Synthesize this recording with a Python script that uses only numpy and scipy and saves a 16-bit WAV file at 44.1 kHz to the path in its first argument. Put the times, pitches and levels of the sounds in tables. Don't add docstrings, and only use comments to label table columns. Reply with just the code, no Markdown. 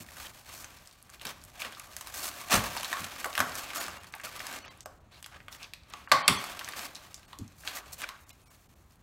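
import sys
import numpy as np
from scipy import signal
from scipy.fft import rfft, irfft, next_fast_len
from scipy.io import wavfile
from scipy.ndimage import uniform_filter1d

SR = 44100
rng = np.random.default_rng(int(sys.argv[2]) if len(sys.argv) > 2 else 0)


def generate_wav(signal):
    frames = np.transpose(np.atleast_2d(signal))
    scaled = np.clip(frames, -1, 1) * 32767
    pcm = np.round(scaled).astype(np.int16)
    wavfile.write(sys.argv[1], SR, pcm)


def ratio_of_db(decibels):
    return 10 ** (np.asarray(decibels, float) / 20)


N = 397782


def level(x, db):
    return x * ratio_of_db(db) / np.sqrt(np.mean(x ** 2))


def colour(x, points):
    hz, db = np.transpose(points)
    n = next_fast_len(len(x), True)
    f = np.maximum(np.fft.rfftfreq(n, 1 / SR), 1)
    gain = ratio_of_db(np.interp(np.log(f), np.log(hz), db))
    return irfft(rfft(x, n) * gain, n)[:len(x)]


def ring(x, hz, width_hz):
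    return signal.lfilter(*signal.iirpeak(hz, hz / width_hz, fs=SR), x)


def double_ring(x, hz, width_hz):
    return ring(ring(x, hz, width_hz), hz, width_hz)


def band(x, order, low_hz, high_hz):
    return signal.sosfilt(signal.butter(order, [low_hz, high_hz], "band", fs=SR, output="sos"), x)


def walk(rate):
    k = int(SR / rate)
    steps = np.repeat(rng.standard_normal(N // k + 1), k)
    return uniform_filter1d(steps, k // 2)[:N]


def grains(rate, spread_db, smear_s):
    strength = ratio_of_db(spread_db * np.minimum(rng.exponential(size=N), 4))
    size = (rng.random(N) < rate / SR) * strength
    decay = np.exp(-1 / (smear_s * SR))
    return rng.standard_normal(N) * signal.lfilter([1], [1, -decay], size)


# (f/Hz, width/Hz, level/dB)
SLAB_MODES = [(640, 240, -4.5), (913, 160, -2), (1130, 200, -1.5), (1486, 269, 2), (1620, 390, 0),
              (2270, 490, -1), (3000, 2000, -7.5)]


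def slab(x):
    modes = [ratio_of_db(db) * ring(x, hz, width) for hz, width, db in SLAB_MODES]
    return sum((-1) ** k * mode for k, mode in enumerate(modes))


# (f/Hz, level/dB per Hz)
TAPE_COLOUR = [(1760, -36), (3000, -26), (4290, 0), (5010, -0.5), (6760, 3.5), (10400, -0.5), (12800, 2),
               (15900, -3), (16500, -52.5)]


def tape(x):
    return colour(x, TAPE_COLOUR)


# (peak t/s, swell t/s, fade t/s, foam level/dB, tape level/dB re foam)
PULLS = [(0.0, 0.013, 0.03, -41, 4.5), (0.242, 0.3, 0.36, -45, 0), (0.481, 0.021, 0.51, -46.5, -6),
         (1.145, 0.014, 0.012, -42, -2.5), (1.211, 0.0055, 0.088, -41.5, -6), (1.644, 0.1, 0.12, -42, -15),
         (2.232, 0.61, 1, -43, -1.5), (2.526, 0.014, 0.055, -14.5, -4), (3.414, 1, 0.15, -56.5, 10),
         (3.86, 0.79, 0.13, -36.5, -9), (4.659, 0.91, 0.19, -48, -16.5), (5.362, 0.075, 0.024, -53, -30),
         (5.636, 0.13, 0.062, -46.5, -11), (5.932, 0.07, 0.23, -44, -14), (6.4, 0.039, 0.7, -38, -5.5),
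         (6.825, 0.17, 0.068, -47.5, -24), (6.97, 0.018, 0.041, -64, -24), (7.342, 0.037, 0.18, -74, -35),
         (7.6, 0.022, 0.055, -62.5, 16.5), (7.666, 0.034, 0.24, -37, -5.5), (8.03, 0.03, 0.081, -40.5, -21),
         (8.306, 0.016, 0.011, -51, 0.5), (8.553, 0.27, 0.0053, -59, 1), (8.56, 0.024, 0.71, -65, -0.5)]
# (start t/s, end t/s, foam level/dB, tape level/dB re foam)
SCRAPES = [(0.186, 0.21, -46.5, -3), (0.523, 0.631, -61, 15.5), (1.252, 1.32, -39, -5.5),
           (1.596, 1.63, -50, 10), (1.642, 1.684, -43, -15), (2.139, 2.302, -45, 7), (2.27, 2.5, -58, -13),
           (2.498, 2.542, -36, -24), (2.63, 3.02, -41.5, -5), (3.015, 3.23, -46, -29),
           (3.538, 3.643, -46.5, 6), (3.746, 3.843, -43.5, 7.5), (4.068, 4.218, -76, 13),
           (4.183, 4.233, -54, -35), (4.238, 4.273, -38.5, 0.5), (4.272, 4.305, -41, -3.5),
           (4.309, 4.595, -44, -4), (5.114, 5.21, -52, -13), (5.316, 5.378, -50.5, -33),
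           (5.515, 5.57, -49, 3.5), (5.59, 5.655, -62, 1), (6.759, 6.875, -44, 1.5),
           (7.748, 7.792, -67, 24), (7.927, 7.95, -48, 15.5), (7.984, 8.03, -49, 6.5),
           (8.695, 8.744, -70, -0.5), (8.9, 8.973, -69, -0.5)]


def effort():
    t, foam_gain, tape_gain = np.arange(N) / SR, 0, 0
    moves = []
    for s, swell, fade, db, tape_db in PULLS:
        shape = ratio_of_db(-15 * np.maximum((s - t) / swell, (t - s) / fade))
        moves.append((shape, db, tape_db))
    for start, end, db, tape_db in SCRAPES:
        corners = [start - 0.006, start + 0.0052, end - 0.012, end + 0.0027]
        moves.append((np.interp(t, corners, [0, 1, 1, 0]), db, tape_db))
    for shape, db, tape_db in moves:
        foam_gain = foam_gain + ratio_of_db(db) * shape
        tape_gain = tape_gain + ratio_of_db(db + tape_db) * shape
    return foam_gain, tape_gain


def rustle():
    foam_gain, tape_gain = effort()
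    flurry, own_flurry = ratio_of_db(1.2 * walk(30)), ratio_of_db(2 * walk(30))
    slips = level(grains(2200, 4.4, 0.0024) * flurry, 0)
    foam_slips = level(grains(2700, 1.4, 0.0023) * own_flurry, -12.5)
    tape_slips = level(grains(3000, 1.8, 0.0014) * ratio_of_db(walk(45)), -25.5)
    foam_sound = level(slab(slips + foam_slips), -4)
    tape_sound = level(tape(slips + tape_slips), -5)
    box_sound = level(double_ring(slips, 350, 380), -23.5)
    return foam_gain * (foam_sound + box_sound) + tape_gain * tape_sound


# (f/Hz, level/dB per Hz)
HUM_COLOUR = [(15, -39.5), (25, -0.5), (70, 9), (476, -12.5), (1100, -13), (3520, -25.5), (4250, -24),
              (4870, -38.5), (6210, -27.5), (12900, -41.5), (16000, -35)]


def hum():
    hum_db = -59
    murmur = colour(rng.standard_normal(N), HUM_COLOUR) * ratio_of_db(1.5 * walk(6))
    settling = tape(grains(1200, 2.0, 0.0026)) * ratio_of_db(3.7 * walk(6.6))
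    return level(murmur, hum_db) + level(settling, hum_db - 15.5)


# (f/Hz, t/s)
ROOM_T60 = [(125, 0.97), (350, 0.58), (1000, 0.56), (2500, 0.61), (5500, 0.35), (12000, 0.28)]
# (f/Hz, level/dB)
ROOM_COLOUR = [(330, 7), (650, 5), (1130, 3), (1600, 1.5), (2500, -2.5), (4300, -1.5), (7500, -2),
               (10000, -3), (14000, -1.5)]


def room(x, count=5):
    t, out = np.arange(SR // 2 + SR // 4) / SR, 0
    place = np.arange(N) / SR / 0.004
    for k in range(count):
        tail = 0
        for hz, t60 in ROOM_T60:
            noise = double_ring(rng.standard_normal(len(t)), hz, 1.7 * hz)
            tail = tail + noise * 1000 ** (-t / t60)
        tail = tail * (1 - np.exp(-t / 0.00031)) * (1 + 2 * np.exp(-t / 0.0068))
        here = np.sqrt(np.clip(1 - np.abs((place - k) % count - 1), 0, 1))
        out = out + signal.fftconvolve(x * here, tail / np.sqrt(np.sum(tail ** 2)))[:N]
    return colour(out, ROOM_COLOUR)


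# (t/s, peak level/dB, f/Hz, time to die by 60 dB t/s, cardboard scuff level/dB re peak)
THUMPS = [(0.002, -44, 166, 0.24, 3), (1.256, -33.5, 209.4, 0.1, -2), (2.536, -19.5, 192.2, 0.18, -3.5),
          (2.547, -30, 49, 0.61, 1.5), (2.572, -18.5, 103, 0.19, -13.5), (2.999, -34, 94, 0.29, -3.5),
          (3.392, -30.5, 256.3, 0.36, 0.5), (3.868, -43.5, 88.4, 0.65, -21), (6.117, -30.5, 154.4, 0.27, 0),
          (6.282, -23, 188.8, 0.32, 2), (7.389, -38, 194, 0.14, 8.5), (7.407, -26, 97, 0.17, -4.5),
          (7.434, -50, 101, 0.32, 9)]


def thumps():
    n = 16384
    out, t = np.zeros(N + n), np.arange(n) / SR
    for s, db, hz, t60, scuff_db in THUMPS:
        phase = 2 * np.pi * hz * t
        boom = np.sin(phase) + 0.57 * np.sin(2.1 * phase) + 0.23 * np.sin(1.6 * phase)
        scuff = level(band(rng.standard_normal(n), 4, 70, 270), scuff_db)
        swell_and_fade = (1 - np.exp(-t / 0.0023)) * 1000 ** (-t / t60)
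        out[int(s * SR):][:n] += ratio_of_db(db - 5.5) * (boom + scuff) * swell_and_fade
    return out[:N]


# (f/Hz, level/dB, time to die by 60 dB t/s)
AIR_GAP = [(1120, -8, 0.19), (1070, -17, 0.28), (1116, -23, 0.45), (640, -12, 0.26), (850, -23.5, 0.15)]


def air_gap(x):
    return sum(ratio_of_db(db) * ring(x, hz, np.log(1000) / (np.pi * t60)) for hz, db, t60 in AIR_GAP)


# (t/s, peak level/dB, f/Hz, tape tick level/dB re peak)
BREAKS = [(1.252, -19, 1940, -2.5), (1.619, -14, 2460, -17.5), (2.508, -36, 1080, -44),
          (2.5205, -9, 1490, -22), (2.526, -20, 1360, -14), (2.532, -26.5, 2200, -22),
          (2.54, -10.5, 1000, 0), (2.547, -18.5, 613, -18), (2.553, -11.5, 1350, -4),
          (2.565, -22.5, 563, 4), (2.752, -23, 1104, -10), (2.831, -15, 2270, -8),
          (2.845, -13.5, 4500, -36), (2.928, -9.5, 1780, -15), (2.97, -19.5, 1230, -17),
          (3.046, -22, 1500, -2), (3.2435, -11.5, 1650, -9), (3.256, -18, 850, -13),
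          (3.352, -13, 1680, -10), (3.3775, -7, 1330, -9), (3.391, -17, 1380, 0), (3.4025, -3.5, 1250, -7),
          (3.7335, -20, 1410, -12), (3.8815, -20.5, 1150, -8), (5.735, -18, 2630, -12),
          (5.937, -22.5, 1380, -16), (6.1163, 4, 1650, -15), (6.1195, -6.5, 910, -15),
          (6.279, 5, 2880, -10.5), (6.2825, -2, 1180, -27.5), (6.592, -18.5, 2980, -7),
          (6.687, -20, 1520, -3), (6.735, -19.5, 1620, -16), (7.675, -11, 2770, -39),
          (8.018, -17.5, 1730, -17)]
# (t/s, peak level/dB, f/Hz, tape tick level/dB re peak)
SMALL_BREAKS = [(0.17, -33, 1470, -25), (0.249, -29, 1170, -22), (1.094, -34, 1500, -11), (1.648, -23, 1342, -22),
                (1.723, -26, 1220, -7.5), (1.965, -25.5, 1400, 1.5), (2.01, -26.5, 1300, 2.5),
                (2.071, -24, 1620, -3), (2.14, -25, 1570, -3), (2.413, -26.5, 1190, -2), (3.2, -38, 1290, 11),
                (3.553, -24, 1120, 1), (3.759, -22, 1420, -1), (4.033, -35, 1350, -1), (4.138, -19, 1750, -30),
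                (4.362, -22, 2500, -8), (4.467, -22, 1620, 0), (4.526, -34.5, 1350, 6.5), (4.679, -32.5, 1130, 1),
                (4.858, -24, 742, -6), (4.043, -29, 1510, -9), (4.216, -33, 1500, -14), (5.36, -34, 1500, -25),
                (2.766, -17, 1090, -5), (5.226, -36.5, 1200, 5.5), (5.261, -24, 1720, -5.5),
                (5.403, -30.5, 1310, -48), (5.482, -22.5, 1670, -18), (6.074, -25, 1420, -18),
                (6.44, -18.5, 1060, -5), (6.533, -26, 1100, -23), (6.611, -21.5, 1430, -25),
                (7.674, -23, 1500, -35), (8.089, -20.5, 1540, -6.5)]
# (t/s, peak level/dB, f/Hz)
SNAPS = [(0.087, -30, 2000), (0.386, -42, 2370), (0.643, -26.5, 1870), (0.858, -35, 5900),
         (0.911, -34, 4230), (1.196, -30, 2630), (1.213, -23, 2620), (1.296, -27, 3020),
         (1.438, -24.5, 7750), (1.601, -28, 2270), (1.799, -28, 2360), (3.7037, -18.5, 2420),
         (4.198, -24.5, 1750), (4.235, -26, 2340), (4.403, -20.5, 1910), (4.806, -23.5, 6740),
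         (5.243, -23, 3500), (5.548, -30, 2190), (5.629, -21.5, 4330), (6.645, -18, 5340),
         (6.677, -21.5, 1830), (6.954, -21.5, 4460), (7.143, -19.5, 6300), (7.33, -27.5, 2530),
         (7.331, -31.5, 1060), (7.387, -21, 6800), (7.769, -25, 2070), (7.928, -26, 6700),
         (8.041, -25, 2060), (8.044, -33, 2400), (8.037, -21, 1430)]
# (t/s, peak level/dB, f/Hz)
MORE_SNAPS = [
    (4.124, -30.5, 7700),
    (6.9645, -30, 5200),
    (7.034, -36, 5030),
    (7.130, -44, 4000),
    (7.23, -36.5, 3000),
    (7.305, -41, 2490),
    (7.478, -33, 6240),
    (7.635, -32, 1620),
    (8.03, -31, 1500),
    (8.305, -36, 2540),
]


def cracks():
    snap, tick, push, carry = np.zeros((4, N + 2048))
    n = 1024
    t = np.arange(n) / SR
    tear_level = np.array([[0.13], [0.42], [0.17]])
    tear_s = np.array([[0.0014], [0.0019], [0.0014]])
    deep = [(*row, 1.25) for row in list(BREAKS) + list(SMALL_BREAKS)]
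    light = [(s, db, hz, -16, 0.8) for s, db, hz in list(SNAPS) + list(MORE_SNAPS)]
    for s, db, hz, tick_db, width in deep + light:
        i = int((s + 0.0008) * SR)
        burst = tear_level * rng.standard_normal((3, n)) * np.exp(-t / tear_s)
        burst[:, 0] = 1
        tone = double_ring(burst[0], hz, width * hz)
        snap[i:i + n] += ratio_of_db(db - 6) * tone / np.abs(tone).max()
        tick[i:i + n] += ratio_of_db(db + tick_db) * burst[1]
        push[i:i + n] += ratio_of_db(db - 34 * np.abs(np.log2(hz / 950))) * burst[2]
        carry[i:i + 2048] = np.maximum(carry[i:i + 2048], ratio_of_db(0.11 * db))
    bright = band(tick, 2, 2300, 12500)
    gap = air_gap(snap * carry ** 2)
    sound = snap + ratio_of_db(3) * bright + ratio_of_db(6) * slab(push) + ratio_of_db(19) * gap
    return sound[:N], np.maximum(carry, ratio_of_db(-8.5))[:N]


# (start t/s, end t/s, level/dB, patch f/Hz)
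RUBS = [(.168, 0.174, -50, 1480), (0.244, 0.272, -49, 3200), (.545, 0.626, -58, 6000),
        (1.593, 1.636, -43.5, 2390), (1.635, 1.673, -49, 1470), (1.731, 1.734, -49, 3280),
        (1.77, 1.78, -51, 1220), (1.798, 1.82, -52, 1200), (2.534, 2.557, -28, 1360),
        (3.76, 3.78, -43, 1290), (3.824, 3.826, -45, 1120), (4.141, 4.163, -46.5, 840),
        (7.997, 8.014, -51, 2750), (8.036, 8.031, -46, 5200), (6.117, 6.13, -24.5, 854),
        (4.198, 4.202, -49, 2200), (4.236, 4.275, -49, 2400), (4.252, 4.272, -46, 1390),
        (5.113, 5.203, -61, 4100), (5.323, 5.374, -54.5, 1580), (5.594, 5.655, -50, 2560),
        (7.146, 7.165, -54, 7000), (7.765, 7.788, -48, 1950), (8.038, 8.05, -39.5, 2350),
        (8.031, 8.046, -41.5, 1420), (8.098, 8.177, -57, 1470)]


def rubs():
    out, slips = np.zeros(N), grains(1900, 4.1, 0.0013)
    for start, end, db, hz in RUBS:
        i, n = int((start - 0.004) * SR), int((end - start + 0.011) * SR)
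        patch = ring(slips[i:i + n] + 1e-9, hz, 0.097 * hz)
        out[i:i + n] += level(patch, db) * signal.windows.tukey(n, 0.5)
    return out


# (t/s, peak level/dB, f/Hz)
KNIFE_TICKS = [(0.6244, -35, 5750), (0.645, -26, 6600), (0.6914, -51, 3500), (0.787, -39, 4610),
               (0.874, -32.5, 6140), (0.9284, -40, 7450), (0.9374, -53, 4270), (0.9926, -52, 3460),
               (1.0266, -32, 8900), (1.0654, -53, 4230), (1.1003, -34, 7250), (1.1169, -54, 7230),
               (1.1374, -40, 3830), (1.219, -31, 9000), (1.2684, -21, 4280), (1.4162, -37.5, 5420),
               (1.4505, -34, 11140), (1.5015, -41, 5370), (1.6576, -40, 4590), (1.6793, -48, 3920),
               (1.7494, -31, 3980), (1.7738, -38, 4600), (1.7973, -20.5, 8550), (1.854, -37, 6500),
               (1.9068, -49, 3960), (1.9866, -32, 9120), (2.269, -20.5, 6720), (2.388, -34, 5780),
               (2.5089, -17, 6420), (2.7743, -19, 4530), (2.7814, -23, 3750), (2.809, -23, 3730),
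               (2.8464, -21, 4590), (2.9692, -25, 3500), (3.0061, -25, 8610), (3.024, -31, 9990),
               (3.0437, -19, 4330), (3.0844, -34, 5830), (3.1334, -44, 6430), (3.1557, -41, 6370),
               (3.262, -22, 9870), (3.3296, -26, 4070), (3.4955, -28, 6640), (3.5192, -27, 4620),
               (3.544, -31, 5580)]
# (t/s, peak level/dB, f/Hz)
LIFT_TICKS = [(3.8414, -28, 4550), (3.865, -25, 4480), (3.9045, -32, 4450), (4.0687, -40, 4530),
              (4.152, -29, 9660), (4.214, -33, 7100), (4.3942, -25, 3600), (4.5516, -32, 6030),
              (4.5885, -30.5, 5300), (4.775, -42, 9400), (4.8304, -44.5, 6600), (5.5266, -29, 4660),
              (5.6431, -31, 3980), (5.8351, -42, 4120), (5.9005, -40, 8450), (5.9366, -25, 4400),
              (6.4465, -29, 4390), (6.7227, -27.5, 3660), (6.7928, -20.5, 4200), (6.8184, -38, 3670),
              (6.8537, -26, 7560), (6.95, -26, 5450), (6.9618, -33, 5000), (7.5224, -45, 5600),
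              (7.5676, -45, 8360), (7.685, -26, 5160), (8.0177, -24, 9560), (8.0324, -40, 4300),
              (8.2933, -35.5, 8400), (8.4178, -51, 9360), (8.9105, -51.5, 5850), (8.9224, -46, 9460),
              (8.957, -50.5, 9400)]
# (t/s, peak level/dB, f/Hz)
RIP_TICKS = [(2.380, -43, 9000), (2.400, -38.5, 9500), (2.5203, -9.5, 5540), (2.529, -15, 6500),
             (2.5415, -29, 3700), (2.5418, -24.5, 8000), (6.095, -44.5, 5000), (6.1207, -3, 4490),
             (6.2777, -21, 5000), (6.2795, -8, 3570), (6.28, -1.5, 8700), (6.338, -27, 12040),
             (8.900, -58.5, 9000)]


def glue_ticks():
    out, n = np.zeros(N), 256
    fade = np.exp(-np.arange(n) / SR / 0.00057)
    for s, db, hz in list(KNIFE_TICKS) + list(LIFT_TICKS) + list(RIP_TICKS):
        tone = double_ring(rng.standard_normal(n) * fade, hz, 0.83 * hz)
        out[int(s * SR):][:n] += ratio_of_db(db - 2) * tone / np.abs(tone).max()
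    return out


def scene():
    soft = ratio_of_db(-2) * rustle()
    crack, carry = cracks()
    crack = crack + glue_ticks()
    walls = room(ratio_of_db(-1.5) * carry * crack + ratio_of_db(-7.5) * soft)
    return (soft + hum() + walls + ratio_of_db(-1.5) * thumps() + crack + rubs())[None]


# (t/s, half length t/s, kept below f/Hz, loss level/dB)
DULL_MOMENTS = [(0.049, 0.0087, 2320, -6), (0.116, 0.0015, 1540, -16.5), (0.325, 0.0078, 1530, -8),
                (3.795, 0.0038, 1700, -10), (1.89, 0.012, 1800, -6), (3.992, 0.0057, 1800, -11),
                (4.115, 0.0037, 3220, -11), (4.641, 0.0065, 3000, -12), (4.675, 0.0095, 6900, -29),
                (4.697, 0.0058, 1200, -19), (4.846, 0.005, 1640, -40), (4.996, 0.0059, 1530, -7),
                (5.034, 0.0076, 1620, -3), (5.919, 0.003, 6000, -14), (6.076, 0.0055, 2960, -26),
                (6.239, 0.012, 4800, -84), (6.253, 0.0027, 1900, -14), (6.378, 0.0042, 4470, -8),
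                (7.27, 0.0061, 1500, -14), (7.83, 0.019, 2050, -5.5), (8.255, 0.0083, 2800, -13),
                (8.321, 0.0051, 1510, -25), (8.45, 0.0057, 1560, -16.5), (8.494, 0.007, 1524, -15.5),
                (8.681, 0.0062, 990, -11.5), (8.748, 0.0047, 1510, -13.5), (8.984, 0.0062, 1990, -3.5)]
# (t/s, f/Hz, peak level/dB)
LONE_TONES = [(3.795, 679, -42), (3.795, 1410, -42), (3.794, 6850, -41), (3.99, 2800, -59),
              (3.99, 6810.0, -64), (4.63, 2980, -59), (4.63, 4370, -58), (4.63, 6000, -60),
              (4.7, 1070, -56), (4.7, 2070.0, -58), (4.701, 3170.0, -60), (4.7, 3950, -59),
              (4.7, 4580, -63), (4.845, 6560, -70), (6.25, 2600.0, -50), (6.25, 3170.0, -44),
              (6.25, 4250, -54), (6.381, 3320.0, -45), (6.38, 4400, -45), (6.38, 6170, -44),
              (7.272, 4400, -72), (7.275, 8250, -71), (8.255, 2490, -70), (8.255, 3700, -74.5),
              (8.322, 1296, -70.5), (8.32, 2130, -66), (8.322, 2920, -68), (8.322, 4000, -67),
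              (8.322, 5330.0, -71.5), (8.445, 2540.0, -73), (8.445, 9500, -71.5), (8.49, 2280, -68),
              (8.49, 5550, -69), (8.49, 8300, -74)]


def dull_moments(x):
    out = np.pad(x, (0, 4096))
    for s, half, hz, db in DULL_MOMENTS:
        i, n = max(int((s - 2 * half) * SR), 0), int(4 * half * SR)
        top = colour(x[i:i + n], [(0.9 * hz, -80), (hz, 0)])
        dip = np.clip(1.6 - 0.8 * np.abs(np.linspace(-2, 2, len(top))), 0, 1)
        out[i:i + len(top)] -= np.sin(np.pi / 2 * dip) ** 2 * (1 - ratio_of_db(db)) * top
    n = int(0.059 * SR)
    for s, hz, db in LONE_TONES:
        tone = np.sin(2 * np.pi * (hz * np.arange(n) / SR + rng.random()))
        out[int(s * SR) - n // 2:][:n] += ratio_of_db(db) * np.hanning(n) * tone
    return out[:N]


def top_cut(x):
    return signal.sosfilt(signal.butter(12, 16950, fs=SR, output="sos"), x)


def record(dry):
    rounded = np.tanh(0.8 * dry[0]) / 0.88
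    shelved = colour(rounded, [(15800, 0), (16050, -31.5)])
    mix = dull_moments(shelved)[None]
    return top_cut(mix)


dry = scene()
out = record(dry)
generate_wav(out)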